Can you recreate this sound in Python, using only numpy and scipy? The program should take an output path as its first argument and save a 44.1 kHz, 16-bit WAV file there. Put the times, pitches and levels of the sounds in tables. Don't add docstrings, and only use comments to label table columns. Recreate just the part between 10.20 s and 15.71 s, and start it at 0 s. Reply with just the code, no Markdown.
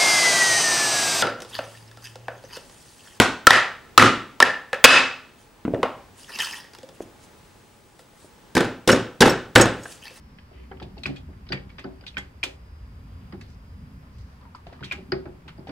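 import sys
import numpy as np
from scipy import signal
from scipy.fft import rfft, irfft, next_fast_len
from scipy.io import wavfile
from scipy.ndimage import uniform_filter1d

SR = 44100
rng = np.random.default_rng(int(sys.argv[2]) if len(sys.argv) > 2 else 0)


def volts(x):
    e = np.asarray(x, float) / 20
    return 10 ** e


def dump(signal):
    limited = np.clip(np.atleast_2d(signal).T, -1, 1)
    pcm = np.round(limited * 32767).astype(np.int16)
    wavfile.write(sys.argv[1], SR, pcm)


N = 242991


def evened(x):
    return x / np.sqrt(np.mean(x ** 2) + 1e-20)


def read(points, hz):
    f, value = np.transpose(points)
    return np.interp(np.log(hz + 1), np.log(f + 1), value)


def add(mix, start_s, sound):
    part = mix[..., round(start_s * SR):][..., :sound.shape[-1]]
    part += sound[..., :part.shape[-1]]


def lay(events, voice, early_s=0.0):
    layer = np.zeros((2, N))
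    for start_s, *settings in events:
        add(layer, start_s - early_s, voice(*settings))
    return layer


def band(x, lo_hz, hi_hz, order=4):
    return signal.sosfilt(signal.butter(order, [lo_hz, min(hi_hz, .45 * SR)], "bandpass", fs=SR, output="sos"), x)


def ring(modes, push_s):
    t = np.arange(SR // 3) / SR
    luck = rng.standard_normal((len(modes), 2, 3, 1))
    out = 0
    for (hz, db, t60), a in zip(modes, luck):
        fade = volts(db + 2 * a[:, 0] - 60 * t / t60)
        out = out + fade * np.sin(2 * np.pi * hz * (1 + 0.00055 * a[:, 1]) * t + 3 * a[:, 2])
    out *= 1 - np.exp(-(t / max(push_s, .002)) ** 2)
    return out / abs(out).max()


def rattle(fade_s, rise_s, linger_db=-60):
    t = np.arange(SR // 8) / SR
    fade = np.exp(-t / max(fade_s, .0005)) + volts(linger_db) * np.exp(-t / 0.039)
    return rng.standard_normal((2, len(t))) * (1 - np.exp(-t / rise_s)) * fade


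def clatter(lo_hz, hi_hz, fade_s, rise_s, linger_db=-16):
    out = band(rattle(fade_s, rise_s, linger_db), lo_hz, hi_hz)
    return out / abs(out).max()


# (pitch_hz, likeness from -1 to 1)
BACKGROUND_LIKENESS = [(60, 1), (130, .995), (250, .93), (400, .75), (800, .1), (1350, -.35), (2400, .15),
                       (6000, -.1), (15000, .2)]


def noise(spectrum, size, patchy_db):
    frames, hz = 4 * N // size + 5, np.fft.rfftfreq(size, 1 / SR)
    a, b, c, d, patches = rng.standard_normal((frames, len(hz), 5)).T
    patches = uniform_filter1d(patches, size=10, axis=0)
    patches = evened(uniform_filter1d(patches, size=10, axis=1))
    same = np.clip(read(BACKGROUND_LIKENESS, hz), -1, 1)[:, None]
    left = a + 1j * b
    right = same * left + np.sqrt(1 - same ** 2) * (c + 1j * d)
    patches_db = patchy_db * patches / (1 + (hz[:, None] / 1500) ** 2)
    z = np.array([left, right]) * volts(read(spectrum, hz)[:, None] + patches_db)
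    return evened(signal.istft(z, nperseg=size, noverlap=3 * size // 4)[1][:, :N])


# (pitch_hz, level_db per Hz)
RUMBLE_COLOUR = [(12, -66), (20, -29), (22, -28), (29, -25), (41, -9.5), (59, 5), (81, 1.5), (130, -9),
                 (170, -38), (290, -120)]
# (time_s, level_db)
RUMBLE_LEVEL = [(0, -50.5), (0.55, -46), (0.9, -43.5), (1.5, -47.5), (2.1, -47.5), (2.8, -42), (3.4, -44.5),
                (3.72, -41), (3.9, -48), (4.0, -36), (4.1, -49.5), (4.8, -47), (5.1, -48), (5.25, -48.5),
                (5.51, -48.5)]


def rumble():
    level_db = np.interp(np.arange(N) / SR, *np.transpose(RUMBLE_LEVEL))
    return volts(level_db) * noise(RUMBLE_COLOUR, size=4096, patchy_db=-0.5)


# (pitch_hz, level_db per Hz)
DRONE_COLOUR = [(90, -18.5), (125, -3.5), (165, 2.5), (210, -2.5), (270, -3.5), (340, -47)]
# (time_s, level_db)
DRONE_LEVEL = [(0, -2), (0.26, -6.5), (0.45, 1), (0.9, 4.5), (1.15, -1), (1.8, -0.5), (2.2, -1.5),
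               (2.55, -4), (2.8, 1.5), (3.2, 4.5), (3.4, -1), (3.75, 4), (3.9, 0), (4.4, -3.5), (4.9, 4.5),
               (5.15, -1.5), (5.51, 2.5)]


def drone():
    pass_db = np.interp(np.arange(N) / SR, *np.transpose(DRONE_LEVEL))
    return volts(-52 + pass_db) * noise(DRONE_COLOUR, size=2048, patchy_db=3.0)


# (pitch_hz, level_db per Hz)
HISS_COLOUR = [(150, -21.5), (250, -8), (330, -12), (414, -9.5), (686, -16), (1020, -11.5), (1120, -13),
               (2570, -21.5), (3980, -29), (4820, -29), (5930, -34), (15200, -41), (16000, -37)]


def hiss():
    return volts(-57.5) * noise(HISS_COLOUR, size=1024, patchy_db=.15)


# (time_s, motor_hz, load_db)
MOTOR = [
    (0, 158.6, -4),
    (1.1, 159.4, -2),
    (1.6, 159.6, 1),
    (2.9, 160, 2),
    (3.7, 160.5, 1),
    (4.1, 160.8, -5),
    (4.4, 161.4, -2),
    (4.8, 161.7, 1),
    (5.1, 161.7, -4),
    (5.51, 161.7, -5),
]


def whine():
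    resonance_hz, slow_width_hz, width_hz = 4930, 650, 210
    even_slow, even_fast = 0.06, .92
    left_lead_turns = np.array([[0.24], [0]])
    s, hz, load_db = np.transpose(MOTOR)
    even = even_slow + (even_fast - even_slow) * ((hz - hz.min()) / np.ptp(hz)) ** 1.2
    t = np.arange(N) / SR
    speed_hz, even = np.interp(t, s, hz), np.interp(t, s, even)
    turns = np.cumsum(speed_hz) / SR
    width = np.interp(speed_hz, [hz.min(), hz.min() + 1], [slow_width_hz, width_hz])
    out = np.zeros((2, N))
    for k in range(27, 36):
        waver = np.interp(t, np.arange(36) / 6, rng.standard_normal(36))
        near = np.exp(-.5 * ((k * hz.mean() - resonance_hz) / width) ** 2)
        share = 1 - even if k % 2 else even
        wave = np.cos(2 * np.pi * (k * turns + rng.random() + left_lead_turns))
        out += near * volts(3 * waver) * share * wave
    return volts(-73.5 + np.interp(t, s, load_db)) * evened(out)


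# (lowest_hz, highest_hz, fade_s)
PARTS = [(600, 2140, 0.011), (1700, 3280, 0.0044), (3300, 5230, 0.0017)]
CHOKE_S = 0.0018


def click(level_db, pitch_hz, free_s, parts_db):
    blur = sum(volts(level_db + rel - 1.5) * clatter(*part, rise_s=0.0012) for rel, part in zip(parts_db, PARTS))
    t = np.arange(SR // 10) / SR
    twin_hz = pitch_hz * (1 - 0.061)
    pair = np.sin(2 * np.pi * pitch_hz * t) + 0.12 * np.sin(2 * np.pi * twin_hz * t)
    swell = 1 - np.exp(-(t / .0011) ** 2)
    choke_db = -13 * np.clip((t - free_s) / CHOKE_S + 1, 0, 1)
    return blur, volts(level_db - 1.0 - 60 * t / 0.045 + choke_db) * swell * pair


# (start_s, level_db, pitch_hz, own_clatter_db, neighbours_clatter_db)
ON_ROTOR = [(0.515, -31, 780, -2, -21), (0.619, -32, 816, -7.5, -12), (0.769, -39, 828, -11, -9),
            (1.13, -59, 630, 11, -14), (1.642, -36, 1304, 2.5, -6.5), (3.124, -44, 850, 7.5, 1),
            (4.252, -43.5, 1000, -6, -24), (4.349, -31.5, 1000, -11, -13), (4.4675, -34, 690, -12, -6),
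            (4.499, -47, 910, -14, -19), (4.527, -34, 690, -13, -9), (4.591, -42, 1210, -7, -15),
            (4.607, -41, 955, -6, -5), (4.92, -24.5, 1484, 4.5, -2.5), (5.055, -38.5, 615, 0.5, -9),
            (5.279, -37, 2550, 2.5, -1), (5.379, -48, 600, -3, -18), (5.394, -71, 600, -7, -12),
            (5.471, -33, 777, -9, -4.5), (5.492, -42.5, 715, 7, 5)]
ON_GEAR = [(0.185, -45.5, 1650, 8.5, -2), (0.57, -53, 900, 9.5, -10), (0.599, -42, 1290, 2, 4),
           (1.267, -55, 1030, 10.5, 9), (1.501, -42, 2270, -4, -4.5), (1.809, -51, 690, 6, 2),
           (1.838, -43, 1510, -2, -8), (1.865, -37, 2550, 8, -3), (1.943, -50, 2640, 5, 1),
           (1.969, -21, 1517, -0.5, -7.5), (2.2304, -12.5, 2450, -7, -15), (4.627, -29.5, 1484, -12, -14)]
ON_BLADE = [
    (0.779, -41.5, 4400, -5, -19),
    (0.834, -39, 2460, 7.5, -3.5),
    (0.8565, -14, 2455, -15, -17),
    (1.289, -43.5, 4100, 9, -6),
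    (1.321, -26, 1586, -5, -2),
    (1.583, -39, 1510, 2.5, -2.5),
    (3.213, -44, 1890, 4, -12),
    (4.211, -47, 1020, -8, -30),
    (4.261, -47, 930, -26, -26),
    (4.712, -17, 2410, -13, -15),
]
# (to_rotor_db, to_gear_db, to_blade_db)
PASSED_ON = [(0, -2, -3.5), (-2.5, 0, -2.5), (5.5, 9, 0)]


def clicks():
    clatters, tones = np.zeros((2, N)), np.zeros(N)
    for struck, rows in enumerate([ON_ROTOR, ON_GEAR, ON_BLADE]):
        for s, db, hz, own_db, passed_db in rows:
            parts_db = passed_db + np.array(PASSED_ON[struck], float)
            parts_db[struck] = own_db
            free_s = min(slide[0] - s if slide[0] > s + CHOKE_S else 1 for slide in SLIPS)
            blur, tone = click(db, hz, free_s, parts_db)
            add(clatters, s - .0005, blur)
            add(tones, s - .0005, tone)
    return clatters, tones


# (start_s, length_s,
# level_db, pitch_hz)
STROKES = [(0.28, 0.1, -65, 900), (0.324, 0.15, -59, 2590), (2.74, 0.18, -62, 1200),
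           (2.87, 0.3, -50.5, 1370), (3.222, 0.096, -68, 2640), (3.278, 0.089, -63, 5400),
           (3.822, 0.078, -57, 1000), (3.914, 0.31, -67.5, 5200), (3.998, 0.035, -68, 4400),
           (4.081, 0.081, -57.5, 1000), (4.201, 0.066, -52.5, 1070), (4.458, 0.14, -45, 1230),
           (4.656, 0.063, -48.5, 2200)]
# (lowest_hz, highest_hz)
RUB_BANDS = [(500, 1570), (1900, 3080), (3900, 5800)]


def brush():
    rise_share, fall_share, db_per_octave = 0.07, 0.26, 23.5
    grain = volts(2.4 * np.minimum(rng.exponential(1, N // 100 + 1), 3)).repeat(100)[:N]
    rub = rng.standard_normal((2, N)) * evened(uniform_filter1d(grain, size=60))
    layers = [evened(band(rub, *edges, order=2)) for edges in RUB_BANDS]
    t, out = np.arange(N) / SR, np.zeros((2, N))
    for s, length, db, hz in STROKES:
        done = (t - s) / length
        on = np.clip(np.minimum(done / rise_share, (1 - done) / fall_share), 0, 1)
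        for (lo, hi), layer in zip(RUB_BANDS, layers):
            octaves_off = abs(np.log2(hz / np.sqrt(lo * hi)))
            out += on * volts(db - db_per_octave * octaves_off) * layer
    return out


# (pitch_hz, level_db, t60_s)
BELL = [(807, 0, .17)]
# (start_s, level_db)
BELL_RINGS = [(0.3, -59), (0.513, -70), (0.861, -45), (0.965, -52), (1.307, -39.5), (1.647, -69),
              (1.971, -47), (2.264, -52), (3.13, -52), (4.733, -50), (4.924, -53), (5.47, -52)]


def bell_rings():
    return lay(BELL_RINGS, lambda db: volts(db) * ring(BELL, 0.017), early_s=.004)


# (pitch_hz, level_db, t60_s)
DRUM = [(250, -8, .14), (280, 0, .2), (315, -6, .16), (348, -3, .2), (380, -1, .24), (435, -14, .1),
        (533, -8, .11), (630, -14, .07)]
# (pitch_hz, level_db, t60_s)
SWAY = [(136, 0, .22), (195, -2, .22)]


def knock(level_db, pitch_hz, sway_db):
    push_s = 2.28 / pitch_hz
    drum = [(f, db - 17.5 * abs(np.log2(f / pitch_hz)), 0.99 * t60) for f, db, t60 in DRUM]
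    hum = ring(drum, push_s) + volts(sway_db) * ring(SWAY, push_s)
    t = np.arange(hum.shape[1]) / SR
    wobble = np.interp(t / 0.0202, np.arange(40), rng.standard_normal(40))
    hum = hum * volts(7.5 * wobble * np.minimum(t / 0.11, 1))
    add(hum, 0, volts(-1.5) * clatter(213, 796, 3.55 * push_s, rise_s=0.00075))
    return volts(level_db + 1.5) * hum


# (start_s, level_db, pitch_hz,
# relative_sway_db)
KNOCKS = [(0.317, -46.5, 377, -31), (0.515, -39.5, 550, -9), (0.618, -36, 330, -2.5),
          (0.772, -41, 276, 0.5), (0.861, -37, 258, 2.5), (0.89, -34.5, 273, 6.5), (1.087, -44, 267, 2),
          (1.306, -35.5, 270, 4), (1.334, -31.5, 297, 3), (1.589, -44.5, 280, -27), (1.647, -33, 262, 1),
          (1.824, -44, 275, -3), (1.971, -41, 258, 3.5), (2.239, -43.5, 544, -26), (2.264, -40, 278, -27),
          (3.012, -54.5, 302, 0), (3.131, -38.5, 337, 3), (3.282, -58, 242, 16), (4.468, -48.5, 568, 4.5),
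          (4.526, -51.5, 565, -3), (4.612, -36.5, 315, 3), (4.732, -40.5, 273, -4), (4.784, -40.5, 374, -7),
          (4.924, -30.5, 240, 3.5), (5.063, -34.5, 267, -3), (5.258, -49.5, 231, -2),
          (5.386, -39.5, 324, 1), (5.471, -44.5, 649, -6), (5.492, -31.5, 234, -5)]


def knocks():
    return lay(KNOCKS, knock, early_s=.004)


# (start_s, length_s, level_db, pitch_hz)
SQUEAK = (0.33, 0.14, -68, 1020)


def squeak(length_s, level_db, pitch_hz):
    t = np.arange(0, length_s, 1 / SR)
    drift, grip = (np.interp(t / .008, np.arange(20), row) for row in rng.standard_normal((2, 20)))
    turn = 2 * np.pi * np.cumsum(pitch_hz * (1 + .025 * drift)) / SR
    swell = np.sin(np.pi * t / length_s) ** .5
    return volts(level_db + 3 * grip) * swell * (np.sin(2 * turn) + np.sin(3 * turn))


# (pitch_hz, lead_radians)
PING_LEAD = [(400, 2.5), (1500, 1.5), (1900, 3), (2250, 3), (2430, -7), (3400, 2.5), (3780, -2), (4800, -6)]


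def ping(level_db, pitch_hz, pan_db, t60_s):
    t, side = np.arange(SR // 3) / SR, np.array([[.5], [-.5]])
    turns = t * pitch_hz
    swell = 1 - np.exp(-(turns / 1.6) ** 2)
    wobble = np.interp(turns / 12, np.arange(150), rng.standard_normal(150))
    db = level_db + 3.5 * wobble * np.minimum(t / .015, 1)
    fade = volts(db + side * pan_db - 60 * t / max(t60_s, .005))
    return fade * swell * np.sin(2 * np.pi * turns + side * read(PING_LEAD, pitch_hz))


# (start_s, level_db, pitch_hz, left_right_db, t60_s)
RINGS = [(0.862, -41, 4145, 5, .1), (1.872, -40, 4300, 0, .05), (1.326, -44, 1545, 0, 0.15),
         (1.326, -45, 2606, -4, 0.11), (1.33, -40, 3600, 0, 0.076), (1.33, -49, 4915, -2, 0.14),
         (1.345, -39, 2250, 5, 0.19), (1.346, -39, 1820, -4, 0.2), (1.969, -21, 2350, -7.5, 0.024),
         (1.9815, -30.5, 3300, -3, 0.056), (1.981, -33, 1600, -6, .04), (1.985, -30.5, 2080, -1, 0.13),
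         (1.976, -44, 5200, -2, 0.054), (2.243, -39, 3600, 0, 0.089), (2.25, -42, 540, 3.5, 0.41),
         (4.654, -47, 2400, -6, .15), (4.935, -54, 4600, -2, 0.085), (0.887, -24, 281.6, -3.5, 0.23),
         (1.675, -37, 280, 0, .28), (1.584, -37.5, 1200, -4, 0.04), (1.59, -48, 2089, 4, .2),
         (1.642, -45, 3000, 0, 0.028), (1.647, -41, 1500, 0, 0.11), (1.665, -37, 567, 3, 0.11),
         (1.943, -48.5, 2500, 0, 0.054), (1.961, -45, 1800, 0, .03), (3.124, -51, 3000, 0, 0.041),
         (3.213, -45, 2610, -1, 0.057), (4.919, -30, 825, 2, 0.069), (4.936, -30.5, 654, -4, 0.12),
         (2.2362, -18, 2430, 0, .025), (4.648, -40, 4300, -2, .05), (5.8, -46.5, 430, -1, 0.85),
         (0.345, -51.5, 365, 1, .5), (0.392, -50, 372, 0, .25), (4.945, -38, 530, 0, .3),
         (4.92, -33, 250, -2, 0.29)]


def rings():
    return lay(RINGS, ping, early_s=.0003)


# (start_s, level_db, pitch_hz, t60_s)
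TICKS = [(0.5147, -45, 3090, 0.028), (0.5147, -42, 1700, .05), (0.599, -46, 3260, .04),
         (0.6257, -45, 4770, .03), (0.626, -43, 2490, 0.042), (0.779, -49, 3850, .04),
         (0.78, -45, 2660, .05), (0.953, -43, 2000, .03), (0.958, -48, 1500, .03),
         (0.964, -42, 3300, 0.059), (0.964, -41, 2480, 0.056), (4.228, -45, 1160, 0.056),
         (4.251, -48, 1340, .03), (4.268, -48, 910, .08), (4.3475, -32, 1315, 0.026),
         (4.358, -44.5, 1194, 0.093), (1.302, -40, 1510, 0.055), (1.311, -45, 1900, .05),
         (5.274, -42, 860, 0.036), (5.281, -43, 3840, 0.035), (5.498, -46, 1900, .06)]


def ticks():
    return lay(TICKS, lambda db, hz, t60: ping(db, hz, 0, t60), early_s=.0003)


# (pitch_hz, level_db per Hz)
SPARKLE = [(3180, -5.5), (5400, -5.5), (8320, -12.5), (10600, -21), (12700, -23), (14400, -23),
           (16000, -45)]


def slip(sparkle_db, body_db, pitch_hz, fade_s):
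    drive = rattle(fade_s, rise_s=0.0014, linger_db=-18.5)
    size = drive.shape[1]
    fizz = irfft(rfft(drive) * volts(read(SPARKLE, np.fft.rfftfreq(size, 1 / SR))), size)
    body = clatter(0.51 * pitch_hz, 1.58 * pitch_hz, fade_s, rise_s=0.00045)
    body = body + 0.59 * clatter(0.85 * pitch_hz, 1.237 * pitch_hz, fade_s, rise_s=0.0011)
    return volts(sparkle_db + 7.5) * (fizz / abs(fizz).max() + volts(body_db + 1.5) * body)


# (start_s, sparkle_db, relative_body_db, body_hz)
SLIPS = [(0.608, -69, 2, 1455), (0.6263, -53.5, 9.5, 2870), (0.7842, -58, 2, 2600),
         (0.8346, -43, 2.5, 2900), (0.862, -38.5, 2, 2350), (1.327, -41.5, 13, 2350),
         (1.493, -64.5, 9.5, 2320), (1.5917, -48.5, 7.5, 2210), (1.866, -49, 4.5, 3400),
         (1.8794, -55, 12, 3480), (1.9796, -37, 2.5, 1700), (2.236, -27.5, 1.5, 2800),
         (3.2104, -50.5, 0.5, 1840), (3.219, -63, -14, 2550), (3.3, -58.5, -7, 1700),
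         (3.9844, -58.5, -5, 3870), (4.355, -54, -18, 1510), (4.469, -61, -7, 1580),
         (4.531, -65, 10.5, 1530), (4.6337, -56.5, 17.5, 2320), (4.7212, -37.5, 7, 2300),
         (5.2826, -54, 4, 2630), (5.291, -64.5, 16, 2370)]
# (start_s, sparkle_db, relative_body_db, body_hz)
DRAGS = [
    (0.9607, -52, 6.5, 2880),
    (4.6424, -46, 1, 3300),
    (5.477, -58.5, 9, 1520),
]


def slips():
    quick = lay(SLIPS, lambda *row: slip(*row, fade_s=0.0073), early_s=.001)
    return quick + lay(DRAGS, lambda *row: slip(*row, fade_s=0.018), early_s=.001)


# (start_s, level_db)
HOUSING = [(0.7791, -55), (0.834, -47), (1.3214, -24), (1.6407, -42.5), (1.8093, -48.5), (3.1236, -44.5),
           (4.349, -45), (4.919, -20.5), (4.984, -53), (5.3777, -56), (5.3936, -52), (5.4936, -48)]


def housing():
    def buzz(db):
        return volts(db + 2) * clatter(4450, 5100, 0.0022, rise_s=.0005, linger_db=-55)
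    return lay(HOUSING, buzz, early_s=.0005)


# (start_s, level_db, pitch_hz, left_right_db, t60_s)
PINGS = [(0.8345, -35, 3750, -1, 0.04), (0.8345, -32.5, 4200, 7, 0.04), (0.838, -36, 3880, 6, 0.04),
         (0.838, -32.5, 2520, 4, 0.057), (0.841, -42, 4120, -4, 0.04), (0.857, -26.5, 1490, -4, 0.04),
         (0.8615, -35.5, 4940, -11, 0.035), (0.8645, -28, 2490, 2, 0.027), (1.3215, -24.5, 4640, 4, 0.031),
         (1.3206, -31, 2800, 13, 0.032), (1.328, -37, 2100, -11, 0.04), (1.329, -21, 1880, 2, 0.04),
         (1.334, -28.5, 2430, -8, 0.032), (1.356, -41, 2290, 9, 0.04), (1.372, -41, 2220, -10, 0.04),
         (1.865, -41, 3820, 2, 0.047), (1.869, -35.5, 2500, -5, 0.036), (1.8775, -40, 3520, 1, 0.04),
         (1.879, -33, 3790, -4.5, 0.048), (1.888, -43, 3420, -9, 0.061), (1.973, -43, 3820, 12, 0.04),
         (2.236, -34, 3450, 3, 0.04), (2.237, -39, 4510, 6, 0.036), (2.238, -35, 4560, -3, 0.04),
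         (4.6422, -33.5, 3240, 1, 0.045), (4.645, -42, 3680, -15, 0.05), (4.7205, -25, 2410, 3, 0.047),
         (4.722, -25, 1650, -5.5, 0.037), (4.9218, -29.5, 4700, 8, 0.02), (4.9205, -35, 4250, 12, 0.035),
         (4.9192, -35, 2960, 6, 0.04), (4.927, -41, 2530, 3, 0.04), (1.692, -45, 640, 0, .08),
         (4.94, -40, 758, 0, .12)]


def more_rings():
    return lay(PINGS, ping, early_s=.0003)


# (pitch_hz, level_db)
TWINS = [(349, -3.5), (381, -0.5)]


def beat(level_db, t60_s, crest_s):
    t = np.arange(SR // 3) / SR
    lead = 0.71 * np.array([[.5], [-.5]])
    twins = sum(volts(db) * np.cos(2 * np.pi * hz * (t - crest_s) + lead) for hz, db in TWINS)
    return volts(level_db - 4.5 - 60 * t / t60_s) * (1 - np.exp(-(t / 0.0027) ** 2)) * twins


# (start_s, level_db, t60_s, first_crest_s)
BEATS = [
    (0.853, -33, 0.18, .012),
    (1.301, -30, 0.27, .01),
    (1.643, -29, 0.24, .014),
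    (4.919, -15, 0.25, .016),
    (5.056, -30, 0.27, 0.014),
]


def beats():
    return lay(BEATS, beat)


# (pitch_hz, likeness from 0 to 1)
NEAR_LIKENESS = [(100, 1), (200, .97), (350, .93), (800, .55), (1300, .5), (2500, .7), (4000, .5),
                 (6000, .4), (12000, .2)]
# (pitch_hz, left_right_db)
TILT = [(60, 0), (180, -2), (550, 2.5), (1650, -2.5), (4970, 1), (15000, 1)]
# (pitch_hz, lead_radians)
LEAD = [(120, 0.5), (350, 0.5), (800, -1.5), (1400, 1), (2500, 2), (4700, 1.5), (7000, 7), (12000, 4)]


def ports(x):
    size = next_fast_len(N)
    hz, (a, b) = np.fft.rfftfreq(size, 1 / SR), rfft(x, size)
    same, tilt = np.clip(read(NEAR_LIKENESS, hz), 0, 1), volts(.5 * read(TILT, hz))
    late = same * a * np.exp(-1j * read(LEAD, hz))
    right = late + np.sqrt(1 - same ** 2) * b
    return irfft([a * tilt, right / tilt], size)[:, :N]


# (pitch_hz, t60_s)
GARAGE = [(150, 0.063), (500, 0.55), (1500, 0.27), (4000, 0.2), (10000, 0.3)]


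def garage(x):
    taps = np.zeros((2, SR // 2))
    at = np.arange(500, SR // 2 - 20, 20)
    at = at + rng.integers(0, 20, (2, len(at)))
    np.put_along_axis(taps, at, rng.choice([-1., 1.], at.shape), 1)
    hz, t, z = signal.stft(taps, SR, nperseg=256)
    tail = signal.istft(z * volts(-60 * t / read(GARAGE, hz)[:, None]), SR, nperseg=256)[1]
    return signal.fftconvolve(x[None], tail / np.linalg.norm(tail[0]), axes=1)[:, :N]


def scene():
    background = rumble() + drone() + hiss() + whine()
    clatters, tones = clicks()
    steel = clatters + slips() + housing()
    frame = bell_rings() + knocks()
    pings = rings() + ticks() + more_rings() + beats()
    add(pings, SQUEAK[0], squeak(*SQUEAK[1:]))
    near = ports(steel + frame) + tones * volts(np.array([[1.5], [-1.5]]))
    to_room = volts(-16.5) * pings[0] + volts(-14.0) * steel[0] + volts(-11.5) * tones + volts(-10.0) * frame[0]
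    return near + pings + garage(to_room) + brush() + background


def roll_off(x):
    return signal.sosfilt(signal.butter(12, 15800, fs=SR, output="sos"), x)


def record(dry):
    edge = signal.firwin(511, 15790, window=("kaiser", 9), fs=SR)
    mix = signal.oaconvolve(dry, edge[None], "same") - .0006
    return roll_off(mix)


dry = scene()
out = record(dry)
dump(out)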